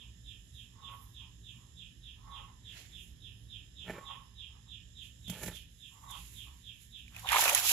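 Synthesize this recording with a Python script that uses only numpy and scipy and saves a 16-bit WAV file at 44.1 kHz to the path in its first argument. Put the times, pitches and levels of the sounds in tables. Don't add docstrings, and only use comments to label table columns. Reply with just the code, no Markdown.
import sys
import numpy as np
from scipy import signal
from scipy.fft import rfft, irfft, next_fast_len
from scipy.io import wavfile
from scipy.ndimage import uniform_filter1d

SR = 44100
rng = np.random.default_rng(int(sys.argv[2]) if len(sys.argv) > 2 else 0)


def magnitude_from_level(level_db):
    exponent = np.asarray(level_db, float) / 20
    return 10 ** exponent


def master_out(mix):
    frames = np.transpose(np.atleast_2d(mix))
    ceiling = np.clip(frames, -1, 1)
    pcm = np.round(ceiling * 32767).astype(np.int16)
    wavfile.write(sys.argv[1], SR, pcm)


N = 340445


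def in_time(rows):
    return np.interp(np.arange(N) / SR, *np.transpose(rows))


def at_hz(points):
    size = next_fast_len(N, True)
    hz = np.maximum(np.arange(size // 2 + 1) * SR / size, 1)
    table_hz, value = np.transpose(points)
    return np.interp(np.log(hz), np.log(table_hz), value)


def coloured(x, gain):
    size = next_fast_len(N, True)
    return irfft(rfft(x, size) * gain, size)[..., :N]


def unit(x):
    return x / np.sqrt(np.mean(x ** 2) + 1e-24)


def band(x, low_hz, high_hz, order=2):
    edges_hz = [low_hz, min(high_hz, .45 * SR)]
    return signal.sosfilt(signal.butter(order, edges_hz, "band", fs=SR, output="sos"), x)


def resonance(x, hz, width_hz):
    r = np.exp(-np.pi * width_hz / SR)
    poles = [1, -2 * r * np.cos(2 * np.pi * hz / SR), r * r]
    return signal.lfilter([(1 - r * r) / 2, 0, (r * r - 1) / 2], poles, x)


def ring(clicks, hz, t60):
    r, w = magnitude_from_level(-60 / (t60 * SR)), 2 * np.pi * hz / SR
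    return signal.lfilter([0, np.sin(w)], [1, -2 * r * np.cos(w), r * r], clicks + 1e-18)


def drift(rate):
    knots = rng.standard_normal(int(N / SR * 60) + 2)
    return np.interp(np.arange(N) / SR * min(rate, 59), np.arange(len(knots)), knots)


def grains(per_s, spread_db):
    sizes = magnitude_from_level(spread_db * np.minimum(rng.exponential(1, N), 4)) * rng.choice([-1, 1], N)
    return sizes * (rng.random(N) < per_s / SR)


def swells(rows, round_top=0.81):
    s, db, rise, fall = np.transpose(rows)[:4, :, None]
    t = np.arange(0, N + 32, 32) / SR
    away = np.where(t < s, (s - t) / np.abs(rise), (t - s) / np.abs(fall))
    event_db = db - 20 * away ** round_top
    power = np.sum(magnitude_from_level(2 * np.maximum(event_db, -150)), axis=0) + 1e-12
    return np.interp(np.arange(N) / SR, t, 10 * np.log10(power))


def air_noise():
    # frequency in Hz, left-right likeness from 0 to 1.
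    likeness = [(60, 0.95), (300, 0.73), (900, 0.079), (2000, 0.009), (15000, .01)]
    alike = np.clip(at_hz(likeness), 0, 1)
    mid, side = coloured(rng.standard_normal((2, N)), np.sqrt([1 + alike, 1 - alike]))
    return np.array([mid + side, mid - side]) / np.sqrt(2)


def placed(x, side):
    return coloured(x, magnitude_from_level(at_hz(side) / 2 * [[1], [-1]]))


def garden(x, direct_db, early_db, t60, late_db, late_t60):
    t = np.arange(SR) / SR
    crowd = magnitude_from_level(early_db - 60 * t / t60) / np.sqrt(t60)
    haze = magnitude_from_level(late_db - 60 * t / late_t60) / np.sqrt(late_t60)
    echoes = rng.standard_normal((2, SR)) * (crowd + haze) * np.sqrt(14 / SR)
    echoes[:, 0] = magnitude_from_level(direct_db)
    return signal.fftconvolve(x[None], echoes, axes=1)


def early(x):
    lead = 768
    return np.pad(x[..., lead:], ((0, 0), (0, lead)), mode="reflect")


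def background():
    # time in seconds, level in dB.
    traffic = [(0, -54.5), (2.7, -54), (3.5, -52), (4.3, -56.5), (5.45, -52.5), (5.87, -58.5),
               (6.25, -52.5), (6.8, -57), (7.4, -53.5), (7.72, -55.5)]
    # time in seconds, level in dB.
    cicada = [(0, -73), (.43, -72.5), (1.12, -76), (1.72, -71), (2.15, -78.5), (2.9, -70.5), (3.2, -80),
              (4.04, -70.5), (4.32, -79), (5.3, -68.5), (5.63, -80.5), (5.9, -69), (6.8, -75.5),
              (7.72, -65)]
    # frequency in Hz, level in dB per Hz.
    rumble = [(18, -21), (30, -1.5), (60, -1), (117, -5), (640, -39.5), (1400, -45.5), (1950, -75),
              (3300, -120)]
    # centre in Hz, width in Hz, level in dB.
    insects = [(1770, 140, -80.5), (3390, 500, -74.5), (5175, 164, -76.5), (6635, 284, -78)]
    rumble_db, cicada_db = in_time(traffic), in_time(cicada)
    leaf_db = -80.5 + 0.1 * (cicada_db - cicada_db.mean())
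    white = air_noise()

    def hiss(hz, width_hz):
        return unit(resonance(resonance(white, hz, width_hz), hz, width_hz))

    out = magnitude_from_level(rumble_db) * unit(coloured(air_noise(), magnitude_from_level(at_hz(rumble))))
    out += magnitude_from_level(cicada_db + 0.42 * drift(10)) * hiss(7110, 810)
    out += magnitude_from_level(leaf_db + 1.9 * drift(5)) * hiss(10630, 2100)
    for hz, width, db in insects:
        out += magnitude_from_level(db + 0.5 * drift(2.45)) * hiss(hz, width * 2.3)
    return out


def bird():
    # start in seconds, level in dB.
    trills = [(-0.052, -6.5), (0.238, -4), (0.528, -5), (0.808, -3), (1.132, -3.5), (1.428, -4.5),
              (1.754, -3.5), (2.016, -4.5), (2.3, -2.3), (2.629, -3.5), (2.912, -3.3), (3.201, -4.5),
              (3.483, -1.5), (3.753, -1), (4.037, -0.5), (4.357, -0.5), (4.672, -2.2), (4.944, -2),
              (5.226, -1.5), (5.502, -4), (5.785, -4.5), (6.071, -1.5), (6.343, -1.5), (6.627, -2.7),
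              (6.907, -2), (7.24, 4)]
    # seconds after its start, bottom of the sweeps in Hz, level in dB.
    shape = [
        (0.001, 3760, -65),
        (.019, 3470, -50),
        (.045, 3070, -48),
        (.075, 2505, -47),
        (0.105, 2265, -53.5),
        (.135, 2225, -58.5),
        (0.158, 2300, -65),
    ]
    sweeps_per_s = 210
    top_hz, top_sag_hz_per_s, sag_from_s = 3960, 3800, .03
    lead = SR // 4
    song = np.zeros(N + SR)
    s, bottom, level_db = np.transpose(shape)
    t = np.arange(s[0], s[-1], 1 / SR)
    bottom_hz, swell_db = np.interp(t, s, bottom), np.interp(t, s, level_db)
    top = top_hz - top_sag_hz_per_s * np.maximum(t - sag_from_s, 0)
    chance = rng.standard_normal((len(trills), 36))
    for (start, db), own in zip(trills, chance):
        pace = sweeps_per_s * np.exp(.3 * np.interp(t, np.linspace(s[0], s[-1], 35), own[1:]))
        part = np.cumsum(pace / SR) % 1
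        hz = top + (bottom_hz * (1 + 0.01945 * own[0]) - top) * part ** 1.1
        pulse = np.minimum(1.87 * np.sin(np.pi * part), 1)
        note = magnitude_from_level(db + swell_db) * pulse * np.sin(2 * np.pi * np.cumsum(hz) / SR)
        i = lead + round((start + s[0]) * SR)
        song[i:i + len(t)] += note
    song = band(song, 2250, 3870, order=10)
    return garden(song, -3.9, -3.0, 0.18, -9.5, 0.75)[:, lead:lead + N]


def fowl():
    # peak in seconds, level in dB, rise and fall in seconds per 20 dB.
    croaks = [(0.04, -72, 0.054, 0.071), (0.9, -53.5, .16, 0.18), (1.232, -63.5, 0.05, .11),
              (1.568, -70, 0.041, 0.21), (2.2, -70, 0.052, .15), (2.35, -53, 0.15, 0.2),
              (4.10, -52, 0.23, .17), (4.53, -68, .05, 0.18), (5.96, -68.5, 0.073, 0.103),
              (6.125, -54, 0.14, 0.13), (6.486, -65.5, 0.041, 0.11)]
    # centre in Hz, width in Hz, level in dB.
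    throat = [(560.3, 270, -3.5), (864, 103, 3), (988, 291, 11), (1960, 150, -6.5)]
    croak_hz = 551.5
    level_db = swells(croaks, round_top=1.7)
    effort = np.clip(uniform_filter1d(level_db, SR // 25) + 60, -12, 0)
    hz = croak_hz * (1 + .009 * effort + .008 * drift(30))
    turns = 2 * np.pi * np.cumsum(hz / SR)
    tone = (np.sin(2 * turns) + .12 * np.sin(turns)) * magnitude_from_level(3.5 * drift(55) + .8 * effort)
    breath = rng.standard_normal(N) * magnitude_from_level(5.4 * drift(58))
    hoarse = sum(magnitude_from_level(db) * resonance(resonance(breath, hz, width), hz, width) for hz, width, db in throat)
    voice = tone + 1.1 * unit(hoarse)
    return garden(magnitude_from_level(level_db) * voice, -4.0, -1.5, 0.093, -16, 0.86)[:, :N]


def rustle():
    # peak in seconds, level in dB, rise and fall in seconds per 20 dB, dull part in dB.
    brushes = [(.558, -68.5, .03, 0.048, -21), (.64, -71.5, 0.28, 0.097, -14),
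               (2.774, -64, 0.085, 0.17, 10.5), (3.036, -62, 0.13, .14, -7), (3.908, -60, 0.067, 0.027, -6),
               (3.925, -65.5, 0.029, 0.19, 1), (5.03, -66, 0.051, 0.22, 1), (5.301, -44, 0.007, 0.041, -23),
               (5.34, -62, 0.073, 0.23, 5), (5.432, -43, 0.0088, 0.036, -15),
               (5.478, -49, 0.18, 0.063, -2.5), (5.56, -58.5, 0.16, .11, 3), (5.869, -81, 0.074, 0.48, -10),
               (6.11, -50, 0.011, 0.031, -11), (6.16, -60.5, 0.097, 0.59, 3),
               (6.34, -58.5, 0.66, 0.19, -6.5), (6.84, -62, 0.14, 0.11, -3.5),
               (6.99, -69, 0.055, 0.083, -3), (7.2, -58.5, 0.098, 0.057, 2)]
    # peak in seconds, level in dB, rise and fall in seconds per 20 dB.
    sniff = [
        (.93, -66, 0.022, 0.23),
        (1.03, -62, 0.16, .18),
        (1.235, -91, .15, 0.024),
    ]
    dull_brushes = [(s, db + dull_db, rise, fall) for s, db, rise, fall, dull_db in brushes]
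    bright = magnitude_from_level(swells(brushes, round_top=1.06))
    dull = magnitude_from_level(swells(dull_brushes, round_top=0.92))
    fibres = air_noise() * magnitude_from_level(2.0 * drift(50))
    puff = magnitude_from_level(swells(sniff)) * unit(band(fibres, 12100, 12600) + 0.5 * band(fibres, 8740, 11300))
    weave = magnitude_from_level(-13.5) * unit(resonance(fibres, 7050, 760))
    return puff + bright * (unit(band(fibres, 5830, 11860)) + weave) + dull * unit(band(fibres, 2200, 7400))


def bubbles(level_db, low_hz, high_hz, per_s, cycles):
    busy = level_db > -115
    clicks = grains(per_s * magnitude_from_level(6 * drift(40)), 3.6)[busy]
    dealt = rng.integers(0, 16, N)[busy]
    pitches = np.geomspace(low_hz, high_hz, 16)
    cloud = sum(ring(clicks * (dealt == k), hz, cycles / hz) for k, hz in enumerate(pitches))
    out = np.zeros(N)
    out[busy] = unit(band(cloud, 0.54 * low_hz, 1.46 * high_hz))
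    return magnitude_from_level(level_db) * out


def splash():
    # peak in seconds, level in dB, rise and fall in seconds per 20 dB.
    slosh = [
        (2.765, -54, 0.088, .2),
        (2.8, -59, 0.057, 0.073),
        (2.88, -81, 0.088, 0.18),
    ]
    # peak in seconds, level in dB, rise and fall in seconds per 20 dB.
    big = [
        (7.165, -58.5, 0.051, .3),
        (7.26, -45, 0.046, 0.037),
        (7.36, -29.5, 0.057, .12),
        (7.44, -32.5, 0.054, 0.25),
        (7.535, -37, 0.13, 0.14),
        (7.72, -39.5, 0.11, .1),
    ]
    # peak in seconds, level in dB, rise and fall in seconds per 20 dB.
    small = [
        (7.165, -54, 0.048, 0.19),
        (7.335, -27, 0.054, .3),
        (7.485, -30.5, .05, 0.066),
        (7.55, -37, 0.037, 0.16),
        (7.69, -44, .1, 0.11),
    ]
    # peak in seconds, level in dB, rise and fall in seconds per 20 dB.
    spray = [
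        (7.16, -65.5, 0.055, .2),
        (7.224, -59, .12, 0.061),
        (7.39, -28.5, 0.11, 0.45),
        (7.552, -32.5, .05, 0.2),
        (7.72, -25.5, 0.27, .1),
    ]
    # start in seconds, peak in dB, pitch in Hz, snap in dB.
    plops = [(7.08, -38, 2390, -12), (7.153, -40, 2570, -14), (7.164, -28.5, 2470, -8.5),
             (7.194, -46, 2960, 12), (7.229, -40, 1020, -17), (7.246, -27.5, 993, -26),
             (7.258, -31, 870, -17), (7.289, -13, 2960, -12.5), (7.319, -16.5, 872, 0),
             (7.329, -12, 1170, -5.5), (7.345, -10, 920, -11), (7.359, -11.5, 980, -9),
             (7.367, -13, 1190, -20), (7.391, -15.5, 900, -6), (7.408, -21, 3000, 9),
             (7.438, -22, 1750, 10.5), (7.457, -17, 2540, -12), (7.479, -11, 2535, -9),
             (7.495, -16.5, 2430, 2.5), (7.524, -28.5, 511, 8), (7.548, -18, 3000, 13),
             (7.577, -16.5, 2500, 0), (7.667, -29, 3000, 15), (7.693, -17, 2800, 6.5),
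             (7.714, -19, 3160, -24),
             (7.391, -21, 860, -32),
        (7.456, -24.5, 528, -30),
        (7.525, -23.5, 549, -30),
        (7.534, -34, 576, -30),
    ]
    big_db, small_db = swells(big, round_top=0.86), swells(small, round_top=1.03)
    spray_db, slosh_db = swells(spray, round_top=1.14), swells(slosh)
    out = np.ones((2, 1)) * bubbles(big_db, 723, 1470, 600, 20.6)
    out += [bubbles(small_db, 1250, 3600, 1700, 7.9), bubbles(small_db, 1515, 4350, 1600, 29)]
    out += [bubbles(slosh_db, 1760, 5100, 7100, 10.0), bubbles(slosh_db, 1770, 3530, 5400, 22)]
    out += bubbles(slosh_db - 12.5, 390, 990, 2000, 8.5)
    drops = air_noise() + .25 * np.array([grains(2500, 4.5), grains(2500, 4.5)])
    out += magnitude_from_level(spray_db + 2.4 * drift(55)) * unit(band(drops, 2640, 13600))
    t = np.arange(SR // 20) / SR
    snap = unit(band(rng.standard_normal((2, N)), 5600, 12200))
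    for s, peak_db, hz, snap_db in plops:
        i = round(s * SR)
        size = min(len(t), N - i)
        rising = np.sin(2 * np.pi * hz * t * (1 + 4.0 * t))
        plop = rising * np.exp(-t * hz / 5.0) * np.minimum(t * hz / 1.5, 1)
        burst = magnitude_from_level(snap_db - 6) * np.exp(-t / .005)
        out[:, i:i + size] += magnitude_from_level(peak_db - 3.5) * (plop[:size] + burst[:size] * snap[:, i:i + size])
    lag = 6
    return np.array([out[0], np.pad(out[1], (lag, 0))[:N]])


def stool():
    # peak in seconds, level in dB, rise and fall in seconds per 20 dB.
    drags = [
        (3.903, -42.5, 0.045, 0.035),
        (3.952, -48.5, 0.061, 0.11),
        (5.33, -51, 0.029, .2),
        (5.44, -46, .1, 0.038),
        (5.487, -44, 0.033, 0.067),
    ]
    # time in seconds, peak in dB, boom in dB, crack in dB.
    knocks = [
        (3.871, -45, -17, -17),
        (3.897, -14.5, -30, -41),
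        (3.937, -29, -26, -31),
        (3.982, -22.5, -34, -35),
        (5.297, -31, 7, -3),
        (5.389, -42, -14, -21),
        (5.433, -23.5, -11.5, -12.5),
        (5.46, -27, -5, -11),
        (5.481, -17.5, -34, -24),
    ]
    # seconds later, level in dB.
    contact = [
        (0, -3),
        (.0017, -11),
        (.0045, -5.5),
    ]
    # frequency in Hz, level in dB, 60 dB decay in seconds.
    shell = [(326, -7.5, 0.0088), (430, 5.5, 0.01), (626, -3, 0.022), (877, -4.5, 0.023),
             (1404, -9.5, 0.017), (1770, -6.5, 0.034), (2300, -8.5, 0.011)]
    # frequency in Hz, level in dB, 60 dB decay in seconds.
    hollow = [(130, -2, 0.11), (183, 3.5, 0.078), (201.3, -5.5, 0.24)]
    s, peak_db, boom_db, crack_db = np.transpose(knocks)
    at, out = np.round(s * SR).astype(int), np.zeros(N)
    drag = magnitude_from_level(swells(drags, round_top=1.0)) * unit(grains(900, 2.0))
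    for modes, blow_db, drag_db in ((shell, peak_db - 14.5, -22), (hollow, peak_db + boom_db - 9.5, -32)):
        for hz, db, t60 in modes:
            clicks = magnitude_from_level(db + drag_db) * drag
            for later, touch_db in contact:
                size = magnitude_from_level(blow_db + db + touch_db + rng.normal(0, 2.5, len(at)))
                clicks[at + round(later * SR)] += size * rng.choice([-1, 1], len(at))
            out += ring(clicks, hz, t60)
    cracks = np.zeros(N)
    cracks[at] = magnitude_from_level(peak_db + crack_db - 2.5)
    crack_decay = signal.lfilter([1], [1, -magnitude_from_level(-60 / (.05 * SR))], cracks)
    crack = crack_decay * unit(band(air_noise(), 1500, 16000))
    return out + magnitude_from_level(4.0) * band(drag, 260, 2100) + crack


def scene():
    # frequency in Hz, left minus right in dB.
    far_side = [(60, -3.5), (180, -2.0), (550, 0), (1650, -12), (4970, -12), (15000, -15.5)]
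    # frequency in Hz, left minus right in dB.
    near_side = [(60, -2.5), (700, -1.5), (1300, -2), (2400, -7), (4400, -4), (8100, -6), (15000, -8)]
    double_db = dict(air=-3., calls=-11.5, close=-11, close_bass=-13.5)
    air, calls = placed(background(), far_side), placed(bird() + fowl(), far_side)
    close = placed(rustle(), far_side) + placed(splash() + stool(), near_side)
    farther = magnitude_from_level(double_db["air"]) * air + magnitude_from_level(double_db["calls"]) * calls
    farther += magnitude_from_level(double_db["close"]) * close
    farther += magnitude_from_level(double_db["close_bass"]) * band(close, 81, 340)
    return 0.97 * air + calls + close + early(farther)


def top_cut(x):
    return signal.sosfilt(signal.butter(12, 16690, fs=SR, output="sos"), x)


def record(dry):
    # centre in Hz, width in Hz, level in dB.
    microphone = [(2820, 1640, 3), (4720, 710, -2), (7120, 780, 3), (8290, 590, -13.5), (8740, 880, -10.5),
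                  (9260, 890, -3.5), (11150, 790, 4.5)]
    x = signal.sosfilt(signal.butter(6, 41, "high", fs=SR, output="sos"), dry)
    for hz, width, db in microphone:
        x = x + (magnitude_from_level(db) - 1) * resonance(x, hz, width)
    x = signal.sosfilt(signal.cheby2(16, 50, 15950, fs=SR, output="sos"), x)
    return top_cut(0.75 * x)


dry = scene()
out = record(dry)
master_out(out)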